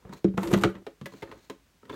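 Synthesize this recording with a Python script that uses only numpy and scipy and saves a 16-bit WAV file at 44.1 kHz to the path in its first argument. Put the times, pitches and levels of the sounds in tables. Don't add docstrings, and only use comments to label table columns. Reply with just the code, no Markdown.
import sys
import numpy as np
from scipy import signal
from scipy.fft import rfft, irfft, next_fast_len
from scipy.io import wavfile
from scipy.ndimage import uniform_filter1d

SR = 44100
rng = np.random.default_rng(int(sys.argv[2]) if len(sys.argv) > 2 else 0)


def digitize_waveform(pressure):
    field = np.atleast_2d(pressure).T
    bounded = np.clip(field, -1, 1)
    quanta = np.round(bounded * 32767).astype(np.int16)
    wavfile.write(sys.argv[1], SR, quanta)


N = 85995


def undb(db):
    return 10 ** (np.asarray(db) / 20)


def unit(x, span=None):
    measured = x[:int(span * SR)] if span else x
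    return x / np.sqrt(np.mean(measured ** 2) + 1e-20)


PANEL_WIDTH_HZ, PANEL_LIFT_DB = 30, 2


def colour(x, points, tilt_db=0, peaks=()):
    size = next_fast_len(len(x) + 4096, True) // 2 * 2
    f = np.maximum(np.fft.rfftfreq(size, 1 / SR), 1)
    hz, db = np.array(points, float).T
    curve = np.interp(np.log(f), np.log(hz), db)
    curve = curve + tilt_db * np.log2(np.clip(f, hz[0], hz[-1]) / hz[0])
    for centre in peaks:
        curve = curve + PANEL_LIFT_DB / (1 + (2 * (f - centre) / PANEL_WIDTH_HZ) ** 2)
    cepstrum = irfft(np.log(undb(curve)))
    cepstrum[1:size // 2] *= 2
    cepstrum[size // 2 + 1:] = 0
    response = np.exp(rfft(cepstrum))
    return irfft(rfft(x, size) * response)[:len(x)]


def fade(t, t60):
    return np.exp(-np.log(1000) * t / t60)


def ring(t, modes):
    return sum(undb(db) * np.sin(2 * np.pi * hz * t) * fade(t, t60) for hz, db, t60 in modes)


def burst(t, rise, t60):
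    return rng.standard_normal(len(t)) * (1 - np.exp(-t / rise)) * fade(t, t60)


def add(out, x, start):
    i = int(start * SR)
    out[i:i + len(x)] += x[:max(N - i, 0)]


# (frequency [Hz], relative level [dB per Hz])
AIR = [(25, -25.5), (50, -3.5), (80, -12.5), (180, -13.5), (600, -25.5), (1500, -25.5), (3500, -30),
       (7000, -33), (11000, -38.5)]
AIR_DB = -65


def background():
    return undb(AIR_DB) * unit(colour(rng.standard_normal(N), AIR))


ROOM_T60_S, ROOM_TREBLE_T60_S = 0.22, 0.21
ROOM_DB, ROOM_GAP_S = -12, 0.0067


def room(x):
    t = np.arange(SR // 2) / SR
    noise = rng.standard_normal(len(t))
    low = signal.sosfilt(signal.butter(1, 2000, fs=SR, output="sos"), noise)
    tail = low * fade(t, ROOM_T60_S) + (noise - low) * fade(t, ROOM_TREBLE_T60_S)
    tail = tail * (t > ROOM_GAP_S)
    return x + undb(ROOM_DB) * signal.fftconvolve(x, tail / np.linalg.norm(tail))[:N]


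GRAINS_PER_S, GRAIN_SPREAD_DB = 5500, 2.5
JUDDER_HZ = 110.4


def slips(judder_db):
    t = np.arange(N) / SR
    happens = rng.random(N) < GRAINS_PER_S / SR
    size_db = GRAIN_SPREAD_DB * np.minimum(rng.exponential(size=N), 5)
    clicks = happens * rng.choice([-1, 1], N) * undb(size_db)
    judder = np.interp(t * JUDDER_HZ, np.arange(N), rng.standard_normal(N))
    return clicks * undb(judder_db * judder)


# (centre time [s], width at 1/e [s], level [dB])
BRUSHES = [(.135, 0.024, -51.5), (.176, 0.044, -58), (1.172, 0.21, -60.5), (1.42, 0.21, -64),
           (1.93, 0.052, -60)]
# (centre time [s], width at 1/e [s], level [dB])
SCUFFS = [(.11, 0.14, -49.5), (.765, 0.042, -44.5), (1.275, 0.13, -56), (1.34, 0.15, -59),
          (1.93, 0.084, -44.5)]
# (frequency [Hz], relative level [dB per Hz])
BRUSH_COLOUR = [(300, 6), (1000, 1), (2500, 0.5), (3400, -5), (4250, 3), (5000, -9), (6500, -3),
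                (8500, -12.5), (10500, -16.5), (12500, -16), (16000, -10)]
# (frequency [Hz], relative level [dB per Hz])
HELD_BOARD = [(150, -6.5), (300, 2.5), (550, 1.5), (720, -12), (900, -1), (1400, -5.5), (4200, -17.5),
              (5000, -26), (12000, -37.5)]
PANELS = [650, 932, 1245, 1605, 1748, 1940, 2255, 3145]
SCUFF_TILT_DB = -4
FINGER_JUDDER_DB = 2.5


def strokes(rows):
    t = np.arange(N) / SR
    return sum(undb(db) * np.exp(-(2 * (t - at) / width) ** 2) for at, width, db in rows)


def fingers():
    brush = unit(colour(slips(FINGER_JUDDER_DB), BRUSH_COLOUR))
    scuff = unit(colour(slips(FINGER_JUDDER_DB), HELD_BOARD, SCUFF_TILT_DB, PANELS))
    return brush * strokes(BRUSHES) + scuff * strokes(SCUFFS)


# (frequency [Hz], relative level [dB per Hz])
WINDOW = [(1500, -9.5), (3700, 6.5), (5100, -2), (6500, 0), (8500, -7.5), (10500, -13.5), (12500, -12.5),
          (16000, -23)]
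CRINKLES_PER_S, CRINKLE_T60_S = 130, 0.0089


def crinkles():
    t = np.arange(SR // 20) / SR
    snaps = (rng.random(N) < CRINKLES_PER_S / SR) * rng.standard_normal(N)
    flutter = signal.fftconvolve(snaps, fade(t, CRINKLE_T60_S))[:N]
    return unit(colour(flutter * rng.standard_normal(N), WINDOW))


# (time [s], friction level [dB], level of the hollow drone [dB])
SLIDE = [(0.373, -44.5, -37.5), (.42, -38.5, -44), (.45, -36, -34.5), (0.501, -37, -35),
         (0.525, -32.5, -24), (0.579, -41, -36), (0.623, -33, -36.5), (.67, -58.5, -30),
         (0.699, -44.5, -40), (0.739, -70, -54.5), (0.829, -70, -52.5)]
# (frequency [Hz], relative level [dB per Hz])
SCRAPE = [(300, 11.5), (550, -2), (900, 8.5), (1500, -3.5), (2500, -6.5), (5000, -19.5), (7500, -12.5),
          (10500, -19), (12500, -14), (16000, -27.5)]
# (frequency [Hz], relative level [dB])
DRONE = [(100, -22.5), (190, -20), (260, -6.5), (340, 1), (430, -6), (600, -2), (1500, -18.5)]
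# (frequency [Hz], relative level [dB], t60 [s])
BOX_MODES = [(145, -4.5, 0.055), (189.5, 1, 0.14), (322.7, -6.5, 0.069), (344.7, 0.5, 0.057),
             (408.5, -10, 0.11), (492, -17, 0.038), (565, -18.5, 0.14), (728.3, -10.5, 0.041)]
JUDDER_DB = 4
CRINKLE_DB = -20.5
DRONE_STEADY_S = .025


def sliding():
    t = np.arange(N) / SR
    grains = slips(JUDDER_DB)
    times, rasp_db, drone_db = np.array(SLIDE).T

    def along(db):
        return undb(np.interp(t, times, db, left=-np.inf, right=-np.inf))

    rasp = unit(colour(grains, SCRAPE, 0, PANELS)) + undb(CRINKLE_DB) * crinkles()
    ringing = signal.fftconvolve(grains, ring(t[:SR // 4], BOX_MODES))[:N]
    drone = unit(colour(ringing, DRONE))
    power = uniform_filter1d(drone ** 2, int(DRONE_STEADY_S * SR))
    drone = drone / np.sqrt(power + 1e-6)
    return rasp * along(rasp_db) + drone * along(drone_db)


# (frequency [Hz], relative level [dB])
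TABLE_MODES = [(56, -11), (72, -9), (101, -22), (124, -3.5)]
BLOW_S = .02
PUSH_S, TABLE_PUSH_S, TABLE_T60_S = 0.0027, 0.004, 0.025
CLACK_RISE_S, CLACK_T60_S, TICK_RISE_S, TICK_T60_S = 0.00034, 0.056, 0.00038, 0.035
CRACK_GAIN, CRACK_S = 2.5, 0.0005
CONTACT_OCTAVES = 0.89
BODY_LAG_S = 0.0014


def contact(ring_db, contact_hz, clack_db, tilt_db, tick_db, thump_db, modes, board):
    out, t = np.zeros(SR // 2), np.arange(SR // 4) / SR
    table_modes = [(hz, db, TABLE_T60_S) for hz, db in TABLE_MODES]
    table = unit((1 - np.exp(-t / TABLE_PUSH_S)) * ring(t, table_modes), BLOW_S)
    driven = [(hz, db - 10 * (np.log2(hz / contact_hz) / CONTACT_OCTAVES) ** 2, t60)
              for hz, db, t60 in modes]
    hollow = unit((1 - np.exp(-t / PUSH_S)) * ring(t, driven), BLOW_S)
    clack = unit(colour(burst(t, CLACK_RISE_S, CLACK_T60_S), board, tilt_db, PANELS), BLOW_S)
    crack = 1 + CRACK_GAIN * np.exp(-t / CRACK_S)
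    tick = unit(colour(crack * burst(t, TICK_RISE_S, TICK_T60_S), WINDOW), BLOW_S)
    add(out, undb(clack_db) * clack + undb(tick_db) * tick, 0)
    add(out, undb(thump_db) * table - undb(ring_db) * hollow, BODY_LAG_S)
    return out


# (time [s], hollow ring [dB],
# pitch that the contact favours [Hz], board clack [dB], clack tilt [dB per octave],
# note of the struck panel [Hz], window tick [dB])
TAPS = [ (.127, -47, 188, -45, -1.5, 930, -66), (0.866, -38, 450, -46, 0.1, 814, -64),
        (1.0128, -39, 169, -50, -0.3, 1155, -61.5), (1.035, -40.5, 137, -75, -2, 1100, -85),
        (1.0576, -43.5, 278, -44.5, 5.5, 1985, -55.5), (1.063, -46.5, 322, -43, -1.5, 1676, -62),
        (1.122, -54, 403, -54, -10, 1030, -84), (1.136, -45.5, 298, -57.5, 2.5, 1030, -70),
        (1.2222, -42.5, 475, -46.5, 1.5, 2110, -76), (1.2276, -45.5, 470, -42.5, -0.5, 900, -77),
        (1.275, -59, 500, -56.5, -2.5, 1800, -88), (1.314, -58, 510, -48.5, 0.9, 1046, -81),
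        (1.323, -49, 490, -52.5, -0.3, 1243, -78), (1.498, -38.5, 350, -44.5, 2.2, 1031, -52.5),
        (1.831, -59, 310, -55, -4, 1300, -92), (1.853, -54.5, 306, -62.5, 2.5, 1886, -76.5),
        (1.895, -52, 320, -52, 3, 3505, -72), (1.898, -43, 294, -41, -1.2, 991, -72),
        (1.928, -43.5, 360, -51.5, 0, 3510, -76), (1.941, -60, 400, -53.5, 4, 1110, -75)]
# (frequency [Hz], relative level [dB], t60 [s])
HELD_MODES = [(154.1, 0, 0.17), (197, 5.5, 0.086), (278.4, 3.5, 0.083), (331.4, -3.5, 0.11),
              (411, 4.5, 0.059), (436.6, 4, 0.065), (545.4, -4.5, 0.14), (654, 0.5, 0.067)]
TAP_THUMP_DB = -30
NOTE_DB, NOTE_T60_S = -4.5, 0.045


def taps():
    out, t = np.zeros(N), np.arange(SR // 4) / SR
    for start, ring_db, contact_hz, clack_db, tilt_db, note_hz, tick_db in TAPS:
        thump_db = ring_db + TAP_THUMP_DB
        tap = contact(ring_db, contact_hz, clack_db, tilt_db, tick_db, thump_db, HELD_MODES, HELD_BOARD)
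        note = unit(ring(t, [(note_hz, 0, NOTE_T60_S)]), BLOW_S)
        add(out, tap, start)
        add(out, undb(clack_db + NOTE_DB) * note, start)
    return out


# (time [s], low thump [dB], hollow ring [dB],
# pitch that the contact favours [Hz], board clack [dB], clack tilt [dB per octave], window tick [dB])
KNOCKS = [ (0.05, -47.5, -49, 163, -51, -5.5, -89), (0.093, -65, -41.5, 180, -56, -4, -70),
          (0.2441, -63, -16, 300, -36.5, -4, -53), (0.28, -39, -35.5, 230, -60.5, 6, -79),
          (0.339, -44.5, -35, 171, -49.5, -4.5, -87.5), (0.3772, -47.5, -24.5, 203, -29, -5.5, -47.5),
          (0.407, -51, -55, 190, -49, -2.5, -59.5), (0.4324, -65.5, -49, 330, -43.5, 2, -49),
          (0.457, -60, -48.5, 350, -41.5, -5.5, -61), (0.474, -64, -34, 363, -47, -2, -48.5),
          (0.529, -63, -17, 274, -45.5, 5, -53), (.537, -55, -22.5, 393, -25.5, -0.5, -34),
          (0.559, -44, -21, 170, -68.5, -9, -72.5), (0.6207, -65, -33.5, 338, -53.5, 2, -54.5),
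          (0.6358, -48, -27.5, 250, -21.5, 1.5, -36), (.646, -28.5, -22, 501, -35.5, -7.5, -46.5),
          (0.653, -33, -27.5, 157.3, -77, 7, -52), (0.752, -50.5, -47, 201, -54, 3.5, -69),
          (1.229, -48, -49.5, 540, -62, 10, -80)]
# (frequency [Hz], relative level [dB per Hz])
BOARD = [(150, -29.5), (300, -15.5), (450, 12), (600, 6.5), (1000, 2), (1300, 6), (2000, 0), (3500, -9),
         (5000, -27.5), (12000, -52.5)]


def knocks():
    out = np.zeros(N)
    for start, thump_db, ring_db, contact_hz, clack_db, tilt_db, tick_db in KNOCKS:
        knock = contact(ring_db, contact_hz, clack_db, tilt_db, tick_db, thump_db, BOX_MODES, BOARD)
        add(out, knock, start)
    return out


def scene():
    boxes = fingers() + sliding() + taps() + knocks()
    return (background() + room(boxes))[None]


TOP_HZ = 15950


def record(dry):
    thin = signal.sosfilt(signal.butter(6, 42, "high", fs=SR, output="sos"), dry)
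    return signal.sosfilt(signal.ellip(10, .2, 80, TOP_HZ, fs=SR, output="sos"), thin)


dry = scene()
out = record(dry)
digitize_waveform(out)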